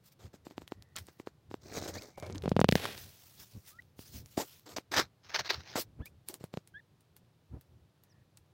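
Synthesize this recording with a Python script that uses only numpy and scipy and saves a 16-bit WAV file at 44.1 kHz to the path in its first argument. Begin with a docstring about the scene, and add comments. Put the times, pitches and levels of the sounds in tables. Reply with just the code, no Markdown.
"""Three young partridges dust-bathe in loose dry soil, close to a microphone in an open field with a light breeze.
Beaks peck and click first; then one bird shakes its plumage, steps down on clods and kicks the ground in a run.
The thrown soil rains down, sand slides off the birds' backs, and stiff feathers sweep and scrape in the hollow.
Pecks and bill snaps return near the end. Soft peeps come between, and far birds call now and then.
Blows are damped modes of the ground, clicks are short rings, and soil is many tiny grains of coloured noise."""
import sys
import numpy as np
from scipy import signal
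from scipy.fft import rfft, irfft, next_fast_len
from scipy.io import wavfile

SR = 44100
rng = np.random.default_rng(int(sys.argv[2]) if len(sys.argv) > 2 else 0)


def put_to_file(sound):
    """Save the sound as 16-bit audio at rate SR, in the file named by the first command-line argument."""
    columns = np.atleast_2d(sound).T  # one column per channel
    safe = np.clip(columns, -1, 1)
    whole_steps = np.round(safe * 32767)
    wavfile.write(sys.argv[1], SR, whole_steps.astype(np.int16))


N = 376173
TIME = np.arange(N) / SR

# a run of kicks into the ground: start_s, force_db, contact_hardness_hz, crumb_crack_db
KICK_ROWS = [(2.458, -19.5, 840, -27), (2.4785, -16.5, 845, -37), (2.517, -12.5, 730, -33),
             (2.5656, -11.5, 1070, -17), (2.5929, -12, 2088, -21), (2.6147, -11, 2223, -8),
             (2.644, -9.5, 2042, -9.5), (2.6894, -9.5, 950, -2), (2.724, -10, 565, -5.5),
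             (2.7549, -11.5, 4130, -2.5)]
# pecks at the ground: start_s, force_db, ground_pitch_hz, crumb_crack_db
PECK_ROWS = [(0.3412, -39, 226, -55), (0.4682, -29.5, 302, -40.5), (0.51, -39.5, 269, -40),
             (.58, -26, 294, -24), (.619, -36.5, 328, -39), (.721, -23, 337, -26.5),
             (1.0858, -38.5, 368, -36.5), (1.1997, -27.5, 340, -48), (1.2725, -22.5, 410, -30),
             (1.513, -30.5, 350, -36), (1.542, -22, 346, -28.5), (6.4096, -40, 140, -54),
             (6.44, -30.5, 164, -34.5), (6.5396, -29.5, 185, -27), (6.573, -25.5, 167, -24.5)]
# colour of fine sand: frequency_hz, level_db
SAND_COLOUR = [(300, -11.5), (1500, -8), (3200, -4.5), (5500, -1), (8000, -7), (11000, -7), (15500, -1.5)]
# colour of grit: frequency_hz, level_db
GRIT_COLOUR = [(400, -31.5), (1200, -0.5), (2300, -16), (4000, 4), (6500, 4.5), (8500, -8.5),
               (12000, -29.5)]


def amp(db):
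    """Decibels to gain."""
    return 10 ** (np.asarray(db) / 20)


def unit(x):
    """Scales to rms 1."""
    return x / np.sqrt(np.mean(x ** 2) + 1e-20)


def add(mix, s, sound):
    """Mixes a sound in at time s."""
    part = mix[max(round(s * SR), 0):][:len(sound)]
    part += sound[:len(part)]


def level(s, db):
    """Gain along a curve, silent outside it."""
    return amp(np.interp(TIME, s, db, left=-np.inf, right=-np.inf))


def burst(length, rise_s, fall_s):
    """Gain that rises linearly, holds until the given length in seconds, then decays exponentially."""
    t = np.arange(0, length + 10 * fall_s, 1 / SR)
    rise = np.minimum(t / rise_s, 1)
    return rise * np.exp(-np.maximum(t - length, 0) / fall_s)


def swells(rows):
    """Gain of bell-shaped swells (middle_s, half_length_s, level_db), added in power."""
    power = 0
    for middle_s, half_s, db in rows:
        bell = np.exp(-2 * np.minimum(((TIME - middle_s) / half_s) ** 2, 20))
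        power = power + amp(db) ** 2 * bell
    return np.sqrt(power)


def colour(x, spectrum, size=2048):
    """Causal minimum-phase filter of unit energy with the given spectrum."""
    hz, db = np.transpose(spectrum)
    bins_hz = abs(np.fft.fftfreq(size, 1 / SR)) + 1
    log_gain = np.log(amp(np.interp(np.log(bins_hz), np.log(hz), db)))
    taps = np.fft.ifft(np.exp(np.conj(signal.hilbert(log_gain)))).real
    return signal.oaconvolve(x, taps / np.linalg.norm(taps))[:len(x)]


def wander(rate_hz):
    """Random drift of rms 1 that holds only frequencies below the rate."""
    size = next_fast_len(N, True)
    spectrum = rfft(rng.standard_normal(size))
    slow = np.fft.rfftfreq(size, 1 / SR) < rate_hz
    return unit(irfft(spectrum * slow, size)[:N])


def grains(spectrum, per_s, spread_db, clump_db, clump_hz):
    """Tiny collisions of uneven size that come in clumps."""
    hits = (rng.random(N) < per_s / SR) * rng.choice([-1, 1], N)
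    spread = spread_db * np.minimum(rng.exponential(1, N), 5)
    sizes = amp(spread + clump_db * wander(clump_hz))
    return unit(colour(hits * sizes, spectrum))


def rippled(x, depth_db, width_hz, hold_s):
    """Shifting hollows between feathers and clods favour some pitches and dull others."""
    frames = signal.stft(x, nperseg=512, noverlap=384)[2]
    across = np.fft.fftfreq(frames.shape[0], SR / 512)[:, None]
    along = np.fft.fftfreq(frames.shape[1], 128 / SR)
    smooth = np.exp(-(across * width_hz) ** 2 - (along * hold_s) ** 2)
    noise = rng.standard_normal(frames.shape)
    patches = unit(np.fft.ifft2(np.fft.fft2(noise) * smooth).real)
    return unit(signal.istft(frames * amp(depth_db * patches), nperseg=512, noverlap=384)[1][:N])


def air(breeze_db=-69, field_db=-68.5, lumpy_db=6.0):
    """Lumpy breeze with gusts at the microphone, over the faint, mostly low noise of the field."""
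    # puffs of air at the microphone: middle_s, half_length_s, level_db
    gust_rows = [(.26, 0.027, -47), (.6, 0.42, -61.5), (1.01, 0.028, -53), (1.52, .04, -56.5),
                 (1.83, 0.13, -44), (2.24, 0.044, -46), (2.35, 0.034, -52), (2.45, 0.12, -41.5),
                 (2.82, 0.28, -47.5), (3.43, .04, -54), (3.565, .025, -44.5), (4.005, 0.025, -42.5),
                 (4.16, .025, -42), (4.2, 0.11, -48), (4.98, 0.11, -59), (5.4, 0.024, -51.5),
                 (5.75, 0.41, -57.5), (6.01, 0.017, -40), (6.12, 0.089, -55), (6.76, 0.027, -65.5),
                 (7.22, 0.056, -62), (7.55, 0.074, -58.5), (8.2, .06, -63)]
    # colour of the wind rumble: frequency_hz, level_db
    wind_colour = [(20, -24), (45, -17), (80, 2.5), (140, -6), (220, -13.5), (400, -22), (1200, -40),
                   (6000, -70)]
    # colour of the open field: frequency_hz, level_db
    field_colour = [(59, -30.5), (100, 3.5), (150, -0.5), (249, -14.5), (302, -12), (350, -12), (2040, -27),
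                    (3940, -27.5), (7770, -36.5), (15000, -38.5), (16000, -37)]
    wind = colour(rng.standard_normal(N), wind_colour)
    wind = unit(wind * amp(lumpy_db * wander(7.5)))
    field = colour(rng.standard_normal(N), field_colour)
    return np.hypot(amp(breeze_db), swells(gust_rows)) * wind + amp(field_db) * field


def far_birds(blur_hz=130, waver=.02):
    """Calls blurred by distance into narrow noise, and one falling whistle with a wavering pitch."""
    # far birds calling: middle_s, half_length_s, pitch_hz, level_db
    call_rows = [(0.854, 0.34, 1900, -80), (2.243, 0.082, 2240, -62.5), (8.141, 0.089, 1810, -79)]
    # the falling whistle as a curve: time_s, pitch_hz, level_db
    whistle_curve = [(8.071, 6700, -103), (8.103, 5930, -75), (8.13, 4800, -73)]
    blur = wander(blur_hz)
    out = np.zeros(N)
    for middle_s, half_s, hz, db in call_rows:
        call = unit(blur * np.sin(2 * np.pi * hz * TIME))
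        out += swells([(middle_s, half_s, db)]) * call
    s, hz, db = np.transpose(whistle_curve)
    whistle_hz = np.interp(TIME, s, hz) * (1 + waver * wander(300))
    whistle = unit(np.sin(2 * np.pi * np.cumsum(whistle_hz) / SR))
    return out + level(s, db) * whistle


def peeps(ease=0.77, roundness=0.64):
    """Soft gliding notes with two overtones swell and fade, some paired as the voice breaks upward."""
    # peeps: start_s, length_s, first_pitch_hz, last_pitch_hz, level_db, overtone_step_db
    peep_rows = [(1.944, 0.032, 1590, 1930, -52.5, -8), (1.973, 0.026, 1900, 2640, -54, 1.5),
                 (3.702, 0.11, 1090, 1490, -67, -23), (3.787, 0.015, 1830, 2000, -47, -30),
                 (5.995, 0.033, 594, 1695, -65, -6), (6.015, 0.038, 1620, 1800, -61.5, -10),
                 (6.056, 0.027, 2090, 2570, -54, -21), (6.739, 0.049, 1510, 1796, -48.5, -17.5),
                 (6.79, 0.015, 2030, 1700, -57, -19)]
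    out, wobble = np.zeros(N), 1 + .008 * wander(300)
    for s, length, first_hz, last_hz, db, step_db in peep_rows:
        u = np.arange(0, 1, 1 / (length * SR))  # progress through the note
        glide_hz = first_hz + (last_hz - first_hz) * u ** ease
        hz = glide_hz * wobble[round(s * SR):][:len(u)]
        phase, step = 2 * np.pi * np.cumsum(hz) / SR, amp(step_db)
        voice = np.sin(phase) + step * np.sin(2 * phase) + .2 * step ** 2 * np.sin(3 * phase)
        swell = abs(np.sin(np.pi * u)) ** roundness
        add(out, s, amp(db) * swell * np.sqrt(2) * voice)
    return out


def spills():
    """Fine sand slides through feathers in soft swishes."""
    # sand sliding off feathers: middle_s, half_length_s, level_db
    spill_rows = [(.07, 0.024, -58.5), (.125, 0.012, -62.5), (1.07, 0.1, -69), (3.01, 0.041, -50.5),
                  (3.3, 0.37, -59.5), (3.415, 0.03, -51.5), (3.69, 0.031, -51), (4.015, 0.03, -52.5),
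                  (4.07, 0.038, -56), (4.165, 0.045, -50.5), (4.35, 0.1, -61.5), (4.48, 0.11, -55.5),
                  (5.8, 0.024, -35), (6.3, 0.022, -53.5), (7.6, 0.14, -83)]
    sand = grains(SAND_COLOUR, per_s=12000, spread_db=-0.5, clump_db=1.45, clump_hz=90)
    return swells(spill_rows) * rippled(sand, depth_db=2, width_hz=1800, hold_s=0.047)


def steps(length=0.0037, rise_s=0.0049, fall_s=0.023, sharpness=4.8, grit_db=-12):
    """Clods knock together hollowly under a foot, as noise through a resonance, with a little grit."""
    # feet shifting on loose clods: start_s, level_db, clod_pitch_hz
    step_rows = [(2.035, -66, 494), (2.172, -48, 617), (2.224, -42, 556), (2.256, -42.5, 463),
                 (2.297, -44.5, 402), (2.344, -40.5, 293), (2.434, -40.5, 400)]
    out, shape = np.zeros(N), burst(length, rise_s, fall_s)
    grit = grains(GRIT_COLOUR, per_s=1200, spread_db=8.5, clump_db=4.5, clump_hz=150)
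    for s, db, hz in step_rows:
        resonance = signal.iirpeak(hz, sharpness, fs=SR)
        knock = unit(signal.lfilter(*resonance, rng.standard_normal(SR))[:len(shape)])
        grit_here = grit[round(s * SR):][:len(shape)]
        add(out, s, amp(db) * shape * (knock + amp(grit_db) * grit_here))
    return out


def shower(rise_s=0.01):
    """Soil thrown by the last kick rains back as a dense hiss, the fine part for longest."""
    # coarse soil, then fine: level_db, hold_s, fall_s
    shower_rows = [(-41, 0.12, 0.071), (-56.5, 0.3, 0.13)]
    # colour of the coarse soil: frequency_hz, level_db
    coarse_colour = [(59, -33), (100, 0.5), (333, -2), (487, -0.5), (879, -7), (1180, -10.5), (1370, -6),
                     (1760, -4.5), (3770, -6), (6950, -19), (15500, -21)]
    out, last_kick_s = np.zeros(N), KICK_ROWS[-1][0]
    for spectrum, (db, hold_s, fall_s) in zip((coarse_colour, SAND_COLOUR), shower_rows):
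        shape = burst(hold_s, rise_s, fall_s)
        soil = grains(spectrum, per_s=11000, spread_db=4.0, clump_db=1.8, clump_hz=122)
        add(out, last_kick_s, amp(db) * shape * soil[:len(shape)])
    return out


def clicks(rows, fade_s, ring_cycles, snap_db, snap_s=0.0001, swell_s=0.0025, size=4096):
    """A snap with a very short ring, inside a soft noise that swells just before and fades after."""
    out, t = np.zeros(N), (np.arange(size) - size // 4) / SR  # the snap falls at t = 0
    after = np.maximum(t, 0)
    for s, db, hz, noise_db in rows:
        snap, noise = rng.standard_normal((2, size))
        ring = np.sin(2 * np.pi * hz * after) * np.exp(-after * hz / ring_cycles)
        snap = amp(snap_db) * snap * (t >= 0) * np.exp(-after / snap_s)
        noise = noise * np.exp(-abs(t) / np.where(t < 0, swell_s, fade_s))
        add(out, s + t[0], amp(db) * (ring + snap) + amp(noise_db) * noise)
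    return out


def crumbs(noise_db=-28, spread_db=4, middle_hz=4500):
    """Straw, crumbs and a dry clod crack and knock, with fainter crumbs ticking at random moments."""
    # cracks of straw and crumbs, and two low knocks of a dry clod;
    # the two strongest near 1.7 kHz ring with the last kicks: start_s, level_db, pitch_hz
    crack_rows = [(.678, -31.5, 3240), (.824, -36.5, 4300), (.969, -26, 3680), (1.1987, -37, 2220),
                  (2.022, -28.5, 4500), (2.177, -38, 676), (2.182, -31.5, 565), (2.2, -32.5, 6500),
                  (2.266, -34, 4500), (2.357, -31.5, 3370), (2.4226, -32, 3800), (2.493, -27.5, 5400),
                  (2.603, -19.5, 7000), (2.6865, -23, 3800), (2.7135, -20, 4300), (2.7245, -14.5, 1850),
                  (2.7551, -10.5, 1660), (2.924, -28.5, 4570), (3.822, -46, 3210), (8.376, -45, 4350),
                  (2.978, -27.5, 4530), (4.26, -33, 6500), (4.784, -29, 2820), (4.999, -14.5, 4300),
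                  (5.532, -30, 3060)]
    # small crumbs ticking at random: from_s, to_s, count, middle_level_db
    crumb_rows = [(2.18, 2.7, 10, -47), (0, 1.6, 12, -62), (6.8, 8.5, 8, -66)]
    cracks = list(crack_rows)
    for start_s, end_s, count, db in crumb_rows:
        for _ in range(round(count)):
            s = rng.uniform(start_s, end_s)
            crumb_db = db + spread_db * rng.uniform(-1, 1)
            cracks.append((s, crumb_db, middle_hz * 2 ** rng.uniform(-1, 1)))
    # the soft noise is set relative to each crack
    softened = [(s, db, hz, db + noise_db) for s, db, hz in cracks]
    return clicks(softened, fade_s=0.0098, ring_cycles=0.95, snap_db=-12)


def bills(lower_hz=4540, lower_db=-15, lower_noise_db=-30):
    """Each snap of a bill on a crumb rings high, with a weaker ring below."""
    # the bill snapping on a crumb: start_s, level_db, pitch_hz, soft_noise_db
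    snap_rows = [(0.964, -19.5, 7360, -50), (.986, -26.5, 8500, -48), (1.069, -38.5, 8500, -68),
                 (4.596, -39.5, 12200, -74), (6.058, -29, 13000, -51), (6.2868, -15.5, 10060, -45),
                 (6.3418, -22, 9700, -49.5), (6.442, -32, 10000, -59), (6.675, -36.5, 9600, -63.5),
                 (7.008, -55, 8970, -69.5), (7.166, -34.5, 12820, -60.5), (7.612, -39, 12500, -66),
                 (8.037, -41, 13000, -67), (8.373, -37, 8000, -64)]
    # the lower ring's levels are relative to the snap's own
    lower = [(s, db + lower_db, lower_hz, noise_db + lower_noise_db) for s, db, hz, noise_db in snap_rows]
    return clicks(list(snap_rows) + lower, fade_s=0.013, ring_cycles=1.56, snap_db=-15)


def strokes():
    """Stiff feathers rasp over grit; the freer strokes fling a broad spray of dust."""
    # sweeps of wings and bodies over the soil: start_s, length_s, level_db, thrown_dust_share (0-1)
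    sweep_rows = [(0.189, 0.079, -61, 0.76), (0.332, 0.02, -60, 0.8), (0.447, 0.031, -60.5, 0.8),
                  (0.954, 0.028, -47, 0), (1.763, 0.016, -48, 0.8), (1.875, 0.013, -39.5, 0.9),
                  (4.37, 0.047, -35, 0.86), (4.657, 0.016, -51.5, 0.5), (4.685, 0.05, -51, 0.71),
                  (4.761, 0.0075, -37.5, 0.4), (4.913, 0.041, -36.5, 0.3), (4.961, 0.037, -25, .14),
                  (5.753, 0.035, -34, 0.61), (6.289, 0.012, -49.5, 0.87), (6.323, 0.03, -57, 0.96)]
    # stiff feathers scraping along the hollow: start_s, length_s, level_db
    scrape_rows = [(4.93, 0.013, -25.5), (5.284, 0.015, -45), (5.335, 0.027, -27.5), (5.384, 0.012, -24.5),
                   (5.442, 0.034, -41), (5.491, 0.016, -22.5), (5.526, 0.017, -37.5), (5.587, 0.017, -49)]
    # the body dragging slowly around the scrapes: middle_s, half_length_s, level_db
    drag_rows = [(5.26, 0.023, -58), (5.36, .05, -50.5), (5.53, .09, -52), (5.72, 0.066, -51)]
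    # colour of the rasp: frequency_hz, level_db
    rasp_colour = [(80, -32), (180, -30.5), (240, -18.5), (330, -3), (600, 0), (1000, 1), (1600, 2.5),
                   (2300, -0.5), (2900, -3.5), (4200, 0.5), (5500, -1.5), (6400, -6), (7600, -24.5),
                   (10000, -33), (15000, -23)]
    # colour of the thrown spray: frequency_hz, level_db
    spray_colour = [(47, -36.5), (80, -9), (156, -5.5), (310, 5), (520, 1.5), (850, -4.5), (1630, -20.5),
                    (3000, -20.5), (5000, -18.5), (7400, -10.5), (10000, -26), (13000, -17), (16000, -24.5)]
    rasp_power, spray_power = swells(drag_rows) ** 2, np.zeros(N)
    for s, length, db in scrape_rows:
        add(rasp_power, s, (amp(db) * burst(length, rise_s=0.02, fall_s=0.008)) ** 2)
    # neck feathers swish just ahead of each peck
    lunge_lead_s, lunge_s, lunge_db, lunge_dust = 0.013, .022, -61.5, 0.63
    lunges = [(s - lunge_lead_s, lunge_s, lunge_db, lunge_dust) for s, *_ in PECK_ROWS]
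    for s, length, db, dust in list(sweep_rows) + lunges:
        power = (amp(db) * burst(length, rise_s=.006, fall_s=.013)) ** 2
        add(rasp_power, s, (1 - dust) * power)
        add(spray_power, s, dust * power)
    rasp = grains(rasp_colour, per_s=14000, spread_db=2.5, clump_db=3.0, clump_hz=243)
    rasp = rippled(rasp, depth_db=2, width_hz=730, hold_s=0.07)
    spray = grains(spray_colour, per_s=20000, spread_db=2.6, clump_db=1.2, clump_hz=200)
    spray = rippled(spray, depth_db=2.5, width_hz=400, hold_s=0.03)
    return np.sqrt(rasp_power) * rasp + np.sqrt(spray_power) * spray


def shake(flutter_db=2, flutter_hz=80):
    """Clods patter, grit crackles and dust hisses, all jostled by the same feathers."""
    # the plumage shake as a curve: time_s, vigour_db
    shake_curve = [(1.6, -89), (1.614, -66), (1.78, -38.5), (1.81, -47), (1.89, -46), (1.926, -54.5),
                   (1.95, -43.5), (2.002, -52), (2.042, -49.5), (2.05, -53), (2.16, -72.5)]
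    # clods, grit and dust against the vigour: level_db
    size_levels = (-1, -6, -12)
    # colour of the clods: frequency_hz, level_db
    clod_colour = [(50, -20), (130, -14.5), (300, -4.5), (600, -6.5), (1100, -18.5), (2200, -18),
                   (5000, -56.5)]
    # colour of the dust: frequency_hz, level_db
    dust_colour = [(5000, -32), (8500, 0), (11000, -4), (15500, 5)]
    sizes = [grains(clod_colour, per_s=1800, spread_db=3.5, clump_db=2.0, clump_hz=67.5),
             grains(GRIT_COLOUR, per_s=8600, spread_db=3.0, clump_db=-2.6, clump_hz=147),
             grains(dust_colour, per_s=9000, spread_db=2.8, clump_db=1.4, clump_hz=150)]
    soil = sum(amp(db) * size for db, size in zip(size_levels, sizes))
    soil = np.std(soil) * rippled(soil, depth_db=2.0, width_hz=280, hold_s=.04)
    flutter = unit(amp(flutter_db * wander(flutter_hz)))
    return level(*np.transpose(shake_curve)) * soil * flutter


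def blows(rows, radiate_hz, crumble_db, crumble_s, scuff_s=0.00062, size=4096):
    """A short push makes the ground thud in two damped modes while crumbs crack under it."""
    # colour of cracking crumbs: frequency_hz, level_db
    crunch_colour = [(300, -30.5), (1500, 2), (2800, 13.5), (4500, 7.5), (7500, -7.5), (11000, -12),
                     (16000, -14)]
    damping, upper_ratio, upper_share = .56, 2.4, .4
    thuds, crunch = np.zeros(N), np.zeros(N)
    t, jf = (np.arange(size) - size // 4) / SR, 1j * np.fft.rfftfreq(size, 1 / SR)
    # a scuff leads in, then crumbs settle
    crumbling = np.exp(-abs(t) / np.where(t < 0, scuff_s, crumble_s))
    # a small patch of soil radiates little deep bass
    radiation = jf ** 2 / (jf ** 2 + jf * radiate_hz + radiate_hz ** 2)
    for s, db, ground_hz, contact_hz, crack_db in rows:
        low, high = jf / ground_hz, jf / (ground_hz * upper_ratio)
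        lower_mode = low / (1 + damping * low + low ** 2)
        upper_mode = upper_share * high / (1 + damping * high + high ** 2)
        ground = (lower_mode + upper_mode) * radiation
        push = 1 / (1 + jf / contact_hz) ** 2  # a harder contact is shorter and brighter
        add(thuds, s, -amp(db) * irfft(ground * push) * SR / (2 * np.pi * ground_hz))
        add(crunch, s, -amp([crack_db]))  # one sharp crack
        add(crunch, s + t[0], amp(db + crumble_db) * crumbling * rng.standard_normal(size))
    return thuds + colour(crunch, crunch_colour)


def knocks(peck_contact_hz=1120, hardening=0.3, thump_crack_db=-32):
    """Pecks, harder in contact the more they crack, and the drop of a body or a lump of earth."""
    # bodies and lumps of earth dropping on the soil: start_s, force_db, ground_pitch_hz, contact_hardness_hz
    thump_rows = [(1.773, -27.5, 400, 1500), (1.823, -27.5, 300, 1000), (1.862, -25.5, 446, 885),
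                  (2.226, -34, 131, 2500), (2.299, -33, 166, 1100), (2.438, -33, 150, 820),
                  (2.8547, -11.5, 1220, 2500), (3.992, -38.5, 94, 1174), (4.3774, -14.5, 286, 710),
                  (4.784, -26, 327, 2000), (5.7568, -21.5, 259, 3000)]
    rows = []
    for s, db, ground_hz, crack_db in PECK_ROWS:
        contact_hz = peck_contact_hz * amp(hardening * (crack_db - db))
        rows.append((s, db, ground_hz, contact_hz, crack_db))
    rows += [(*row, thump_crack_db) for row in thump_rows]
    return blows(rows, radiate_hz=74.4, crumble_db=-57, crumble_s=0.018)


def kicks(ground_hz=183):
    """The feet strike one spot, so the ground keeps its pitch, with more force as they dig in."""
    rows = [(s, db, ground_hz, contact_hz, crack_db) for s, db, contact_hz, crack_db in KICK_ROWS]
    return blows(rows, radiate_hz=72.6, crumble_db=-33, crumble_s=0.0061)


def scene():
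    """All sources summed to one channel; open ground gives no echo."""
    background = air() + far_birds()
    birds = peeps() + bills() + knocks()
    loose_soil = spills() + steps() + shower() + crumbs()
    bathing = strokes() + shake() + kicks()
    return (background + birds + loose_soil + bathing)[None]


def record(dry):
    """The recorder's band limit, a steep low-pass at 16 kHz."""
    taps = signal.firwin(255, 16000, window=("kaiser", 8), fs=SR)
    return signal.oaconvolve(dry, taps[None], "same")


dry = scene()
out = record(dry)
put_to_file(out)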